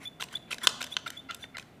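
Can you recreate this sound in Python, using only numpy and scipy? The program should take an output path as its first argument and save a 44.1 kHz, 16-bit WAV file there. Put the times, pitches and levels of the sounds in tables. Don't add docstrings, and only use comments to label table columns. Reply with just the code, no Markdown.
import sys
import numpy as np
from scipy import signal
from scipy.fft import rfft, irfft
from scipy.io import wavfile

SR = 44100
rng = np.random.default_rng(int(sys.argv[2]) if len(sys.argv) > 2 else 0)


def generate_wav(signal):
    frames = np.transpose(np.atleast_2d(signal))
    scaled = np.clip(frames, -1, 1) * 32767
    pcm = np.round(scaled).astype(np.int16)
    wavfile.write(sys.argv[1], SR, pcm)


def gain_from_decibels(decibels):
    exponent = np.asarray(decibels, float) / 20
    return 10 ** exponent


N = 79380
T = np.arange(N) / SR


def rms_one(x):
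    return x / np.sqrt(np.mean(x ** 2) + 1e-20)


def on_log(points, hz, column=1):
    p = np.array(points, float)
    return np.interp(np.log(np.maximum(hz, 1)), np.log(p[:, 0]), p[:, column])


def drift(rate_hz, size=N):
    r = np.exp(-2 * np.pi * rate_hz / SR)
    noise = rng.standard_normal(size + 4000)
    return rms_one(signal.lfilter([1], [1, -2 * r, r * r], noise)[4000:])


def add(out, start_s, x):
    i = max(int(start_s * SR), 0)
    out[i:i + len(x)] += x[:N - i]


def rms_over(x, length_s):
    return np.sqrt(np.sum(x ** 2) / (SR * length_s))


def struck(focus_hz, treble_db, focus_db=10, chance=1, ring=1, contact_s=.0006):
    # pitch_hz, level_db, t60_s (time to fall by 60 dB at ring 1)
    gun_modes = [(456, -16, 0.013), (637, -14, 0.014), (1021, -11, 0.017), (1499, -6, 0.013),
                 (2068, -4.5, 0.0095), (2600, -6, 0.007), (3120, 0, 0.0059), (3580, -6, 0.01),
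                 (4046, -6.5, 0.0097), (4587, -13, 0.014), (5247, -11, 0.0091), (6076, -12.5, 0.013),
                 (7580, -12.5, 0.0048), (8700, -19, 0.0076), (10350, -19.5, 0.0046), (12030, -28, 0.011),
                 (13800, -29, .006)]
    focus_octaves, crack_db, crack_s = 0.24, 15, 0.001
    spread_db, detune_share = 2.5, .015
    hz, db, t60 = np.transpose(gun_modes)
    z, t = rng.standard_normal((3, len(hz))), T[:2048]
    db = db + treble_db * np.clip(np.log2(hz / 3000), 0, 2)

    colour = gain_from_decibels(on_log(np.c_[hz, db], np.fft.rfftfreq(len(t), 1 / SR)))
    noise = irfft(rfft(rng.standard_normal(len(t))) * colour)
    crack = gain_from_decibels(crack_db) * noise * np.exp(-t / (ring * crack_s))

    focus = np.exp(-(np.log2(hz / focus_hz) / focus_octaves) ** 2)
    db = db + chance * spread_db * z[0] + focus_db * focus
    hz = hz * (1 + chance * detune_share * z[1])
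    signs = np.sign(chance * z[2] + .5 * (-1) ** np.arange(len(hz)))
    ringing = np.sin(2 * np.pi * np.outer(hz, t)) * gain_from_decibels(-60 * t / (ring * t60[:, None]))
    modes = (gain_from_decibels(db) * signs) @ ringing

    own = chance * gain_from_decibels(focus_db - 9.0) * np.sin(2 * np.pi * focus_hz * t) * gain_from_decibels(-60 * t / 0.013)
    return (modes + own + crack) * (1 - np.exp(-t / contact_s))


def touches(per_s):
    u = rng.random((3, 4000))
    happens = u[0] < per_s / SR
    strength = gain_from_decibels(-3.0 * np.log(u[2] + .03))
    return happens * np.sign(u[1] - .5) * strength


def clicks():
    # start_s, strength_db, strongest_region_hz, treble_db (per octave above 3 kHz)
    click_table = [(.208, -26, 3860, 0), (0.2185, -28.5, 3400, 2.5), (.227, -38, 1040, 5),
                   (.224, -21.5, 2820, -2), (0.234, -33.5, 4060, 7.5), (.239, -30.5, 2470, 6.5),
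                   (.286, -40.5, 3180, 1), (0.328, -39, 1106, -23), (.34, -33, 1600, 0),
                   (.508, -38, 2170, 11.5), (.515, -25.5, 3173, 1.5), (0.5245, -28.5, 3680, 2),
                   (.529, -21.5, 2580, -2.5), (.533, -37, 1060, 2), (0.543, -31, 2555, 5),
                   (.583, -31, 3600, 0), (0.8157, -22.5, 3760, 1.5), (.826, -27.5, 2400, 7.5),
                   (0.829, -28.5, 2980, 6), (.84, -29, 2820, 2), (0.842, -28, 2950, 6),
                   (.866, -35.5, 3420, 5), (.872, -39, 2060, 4), (1.077, -28, 3700, -1),
                   (1.103, -28.5, 3060, 10.5), (1.309, -27.5, 3560, 3), (1.319, -35.5, 3000, -12),
                   (1.346, -30, 3480, 10), (1.44, -30.5, 1893, -15), (1.569, -28.5, 3670, -1),
                   (1.581, -33, 2600, 4), (1.584, -30, 3120, 2), (1.5965, -33, 2520, 2.5),
                   (1.626, -42.5, 1718, 3.5)]
    chatter_s, chatter_share, touches_per_s = .0028, .28, 2600
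    out = np.zeros(N)
    for start_s, db, hz, treble_db in click_table:
        hit = chatter_share * touches(touches_per_s)[:800] * np.exp(-(T[:800] / chatter_s) ** 2)
        hit[0] = 1
        x = np.convolve(hit, struck(hz, treble_db))
        add(out, start_s, gain_from_decibels(db - 6.0) * x / rms_over(x, .003))
    return out


def snaps():
    # start_s, strength_db, treble_db (per octave above 3 kHz), lift of the plate's region_db
    snap_table = [(0.6709, -2.5, 0.5, 6.5), (.967, -14, -5, 8.5)]
    plate_hz, contact_s, bounce_s, bounce_db = 3130, 0.00056, .0039, -11.5
    lean = signal.butter(1, 1700, "high", fs=SR)
    out = np.zeros(N)
    for start_s, db, treble_db, focus_db in snap_table:
        for late_s, change_db in [(0, 0), (bounce_s, bounce_db)]:
            x = struck(plate_hz, treble_db, focus_db, chance=.3, ring=1.23, contact_s=contact_s)
            x = signal.lfilter(*lean, x)
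            add(out, start_s + late_s, gain_from_decibels(db + change_db - 6.0) * x / rms_over(x, .003))
    return out


def rubs():
    # start_s, length_s, rms_db, strongest_region_hz, treble_db (per octave above 3 kHz)
    rub_table = [(.0, 0.043, -53, 2250, 2.5), (0.027, 0.031, -51, 2150, 10), (0.198, 0.028, -44, 3000, 8.5),
                 (.305, 0.078, -52.5, 1770, 3), (0.325, 0.01, -49, 1700, 11), (0.473, 0.041, -60, 2470, -4),
                 (0.504, 0.036, -39, 2540, 5), (.605, 0.075, -46, 1700, 2.5),
                 (0.63, 0.026, -38, 1500, 10.5), (0.804, 0.013, -42, 2600, 6.5),
                 (0.901, 0.047, -53, 2280, 9), (1.06, 0.028, -45.5, 2390, 4.5),
                 (1.107, 0.081, -57.5, 2373, 5), (1.285, 0.079, -54, 2400, 0),
                 (1.385, 0.073, -56.5, 1660, 6), (1.589, 0.037, -59, 1990, 8)]
    grains_per_s = 6400
    out = np.zeros(N)
    for start_s, length_s, db, hz, treble_db in rub_table:
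        stroke = np.sin(np.pi * np.clip(T[:4000] / length_s, 0, 1)) ** 0.51
        x = signal.fftconvolve(touches(grains_per_s) * stroke, struck(hz, treble_db))
        add(out, start_s, gain_from_decibels(db) * x / rms_over(x, length_s))
    return out


def creaks():
    # start_s, length_s, rms_db, slip_rate_hz, change of the third multiple_db
    creak_table = [(0.024, 0.074, -60.5, 800, 33), (0.1967, 0.012, -41.5, 685, -7),
                   (0.5064, 0.012, -39, 710, -3.5), (0.611, 0.027, -49, 640, 17),
                   (0.8047, 0.012, -37.5, 730, -8), (1.0599, 0.014, -35, 705, -10.5),
                   (1.286, 0.03, -38.5, 687, -5.5), (1.542, 0.024, -44, 692, 3.5)]
    creak_levels = [-19.5, -1, -2, -14, -23, -22.5, -24.5]
    groan_levels = [-7, -22, -1, -22, -3]
    swell_shape = [1.36, 0.99]
    sag_share, jitter_share, size = .03, .032, 2500
    rows = []
    for *row, third_db in creak_table:
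        is_third = np.arange(len(creak_levels)) == 2
        rows.append((*row, np.add(creak_levels, third_db * is_third)))
    rows.append((.6325, .025, -41, 351, groan_levels))

    out = np.zeros(N)
    for start_s, length_s, db, rate_hz, levels in rows:
        u = np.clip(T[:size] / length_s, 0, 1)
        rate = rate_hz * (1 + sag_share * (.5 - u) + jitter_share * drift(150, size))
        phase = np.cumsum(rate) * 2 * np.pi / SR
        x = np.zeros(size)
        for k, level_db in enumerate(levels):
            level = gain_from_decibels(level_db + (1.5 + .5 * k) * drift(300, size))
            swell = np.sin(np.pi * u ** swell_shape[int(k > 1)])
            x += level * np.sin((k + 1) * phase + k * k) * swell
        add(out, start_s, gain_from_decibels(db) * x / rms_over(x, length_s))
    return out


def squeaks():
    # peak_s, rise_s, fall_s (from or to 43 percent of the peak), level_db, pitch_hz
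    squeak_table = [(0.058, 0.0031, 0.0077, -28.5, 3443), (.076, 0.0037, 0.0077, -28, 3506),
                    (0.357, 0.0034, 0.0037, -22.5, 3465), (0.37, 0.0055, 0.0017, -30, 3500),
                    (0.372, 0.0025, 0.0016, -43, 3935), (.64, 0.0051, 0.0044, -27, 3394),
                    (0.649, 0.00433, 0.0025, -29, 3460), (0.653, .002, .0015, -34, 3790),
                    (0.925, 0.0049, 0.0022, -31, 3427), (0.93, 0.0035, 0.0027, -30, 3476),
                    (.942, 0.0017, 0.00089, -28.5, 3740), (1.177, 0.0062, 0.005, -31.5, 3427),
                    (1.195, 0.007, 0.0094, -38, 3545), (1.433, 0.0051, 0.0065, -34, 3506),
                    (1.45, 0.0022, 0.014, -48, 3584)]
    # level_db per multiple of the squeak pitch, added to each swell's level
    squeak_levels = [-3, -27, -28.5, -33.5]
    rough_db, blur_hz = 1.8, 90
    growth = 0.39
    rows = np.array(squeak_table)
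    swells = []
    for peak_s, rise_s, fall_s, db, _ in rows:
        steps = 1.5 * (T - peak_s) / np.where(T < peak_s, rise_s, fall_s)
        swells.append((gain_from_decibels(db), 1 / np.cosh(np.clip(steps, -30, 30))))

    pitch = np.interp(T, rows[:, 0], rows[:, 4]) * (1 + .002 * drift(100))
    phase = np.cumsum(pitch) * 2 * np.pi / SR
    out = np.zeros(N)
    for k, level_db in enumerate(squeak_levels):
        blur = 1 + drift(blur_hz * k) if k else gain_from_decibels(rough_db * drift(110))
        swell = sum(top * shape ** (1 + growth * k) for top, shape in swells)
        out += gain_from_decibels(level_db) * blur * np.sin((k + 1) * phase) * swell
    return out


def walls(x):
    # pitch_hz, level_db, t60_s (time to fall by 60 dB)
    room_table = [(297, -14.5, 0.63), (720, -11.5, 0.83), (1500, -19.5, 0.71), (3000, -24, 1),
                  (5000, -17.5, 0.7), (8000, -12.5, 0.39), (12000, -19.5, 0.51)]
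    bench_s, bench_db = 0.0048, -1.5
    wall_s, wall_db, wall_spread_s = .0185, 10.5, 0.0067
    t, tail = T[:N // 2], 0
    edges = np.geomspace(200, 16000, 13)
    for low, high in zip(edges, edges[1:]):
        hz = np.sqrt(low * high)
        band_filter = signal.butter(2, [low, high], "band", fs=SR, output="sos")
        band = signal.sosfilt(band_filter, rng.standard_normal(len(t)))
        t60 = on_log(room_table, hz, column=2)
        tail = tail + band * gain_from_decibels(on_log(room_table, hz) - 60 * t / t60)

    late = t > wall_s
    wall = gain_from_decibels(wall_db * np.exp(-(t - wall_s) * late / wall_spread_s))
    shape = (t > bench_s) * np.where(late, wall, gain_from_decibels(bench_db))
    return signal.fftconvolve(x, tail * shape / np.sqrt(SR * 0.032))[:N]


def background():
    # pitch_hz, relative level_db (per Hz)
    floor_table = [(30, -21.5), (55, -11.5), (150, -3.5), (260, -6.5), (340, -10), (500, -14), (720, -11.5),
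                   (900, -20.5), (2200, -23), (5000, -37), (12000, -41.5), (16000, -42)]
    # time_s, pitch_hz, rms level of its main line_db (before a small random wander)
    tone_table = [(0, 273.1, -62.5), (0.151, 268.6, -68), (0.379, 215.2, -64.5), (.65, 228.3, -59),
                  (0.852, 252, -55), (1.0, 255, -73), (1.181, 265, -67.5), (1.27, 266.2, -56.5),
                  (1.361, 268.7, -69), (1.48, 272.7, -59), (1.62, 251.6, -82.5)]
    floor_rms_db, third_db = -55, -18.5
    hz = np.fft.rfftfreq(N, 1 / SR)
    noise = rms_one(irfft(rfft(rng.standard_normal(N)) * gain_from_decibels(on_log(floor_table, hz)), N))

    time_s, pitch, db = np.transpose(tone_table)
    phase = np.cumsum(np.interp(T, time_s, pitch)) * 2 * np.pi / SR
    tone = np.sin(phase) + gain_from_decibels(third_db + 6.2 * drift(2.7)) * np.sin(3 * phase)
    tone_level = np.sqrt(2) * gain_from_decibels(np.interp(T, time_s, db) + 0.97 * drift(10))
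    return gain_from_decibels(floor_rms_db) * noise + tone_level * tone


def scene():
    low_cut = signal.butter(2, 260, "high", fs=SR, output="sos")
    contacts = signal.sosfilt(low_cut, clicks() + snaps() + rubs())
    gun = contacts + creaks() + squeaks()
    return (gun + walls(gun) + background())[None]


def band_limit(x):
    return signal.sosfilt(signal.butter(12, 16450, fs=SR, output="sos"), x)


def record(dry):
    rounded = np.tanh(dry)
    top_cut = signal.cheby2(10, 60, 16500, fs=SR, output="sos")
    mix = signal.sosfilt(top_cut, rounded)
    return band_limit(mix)


dry = scene()
out = record(dry)
generate_wav(out)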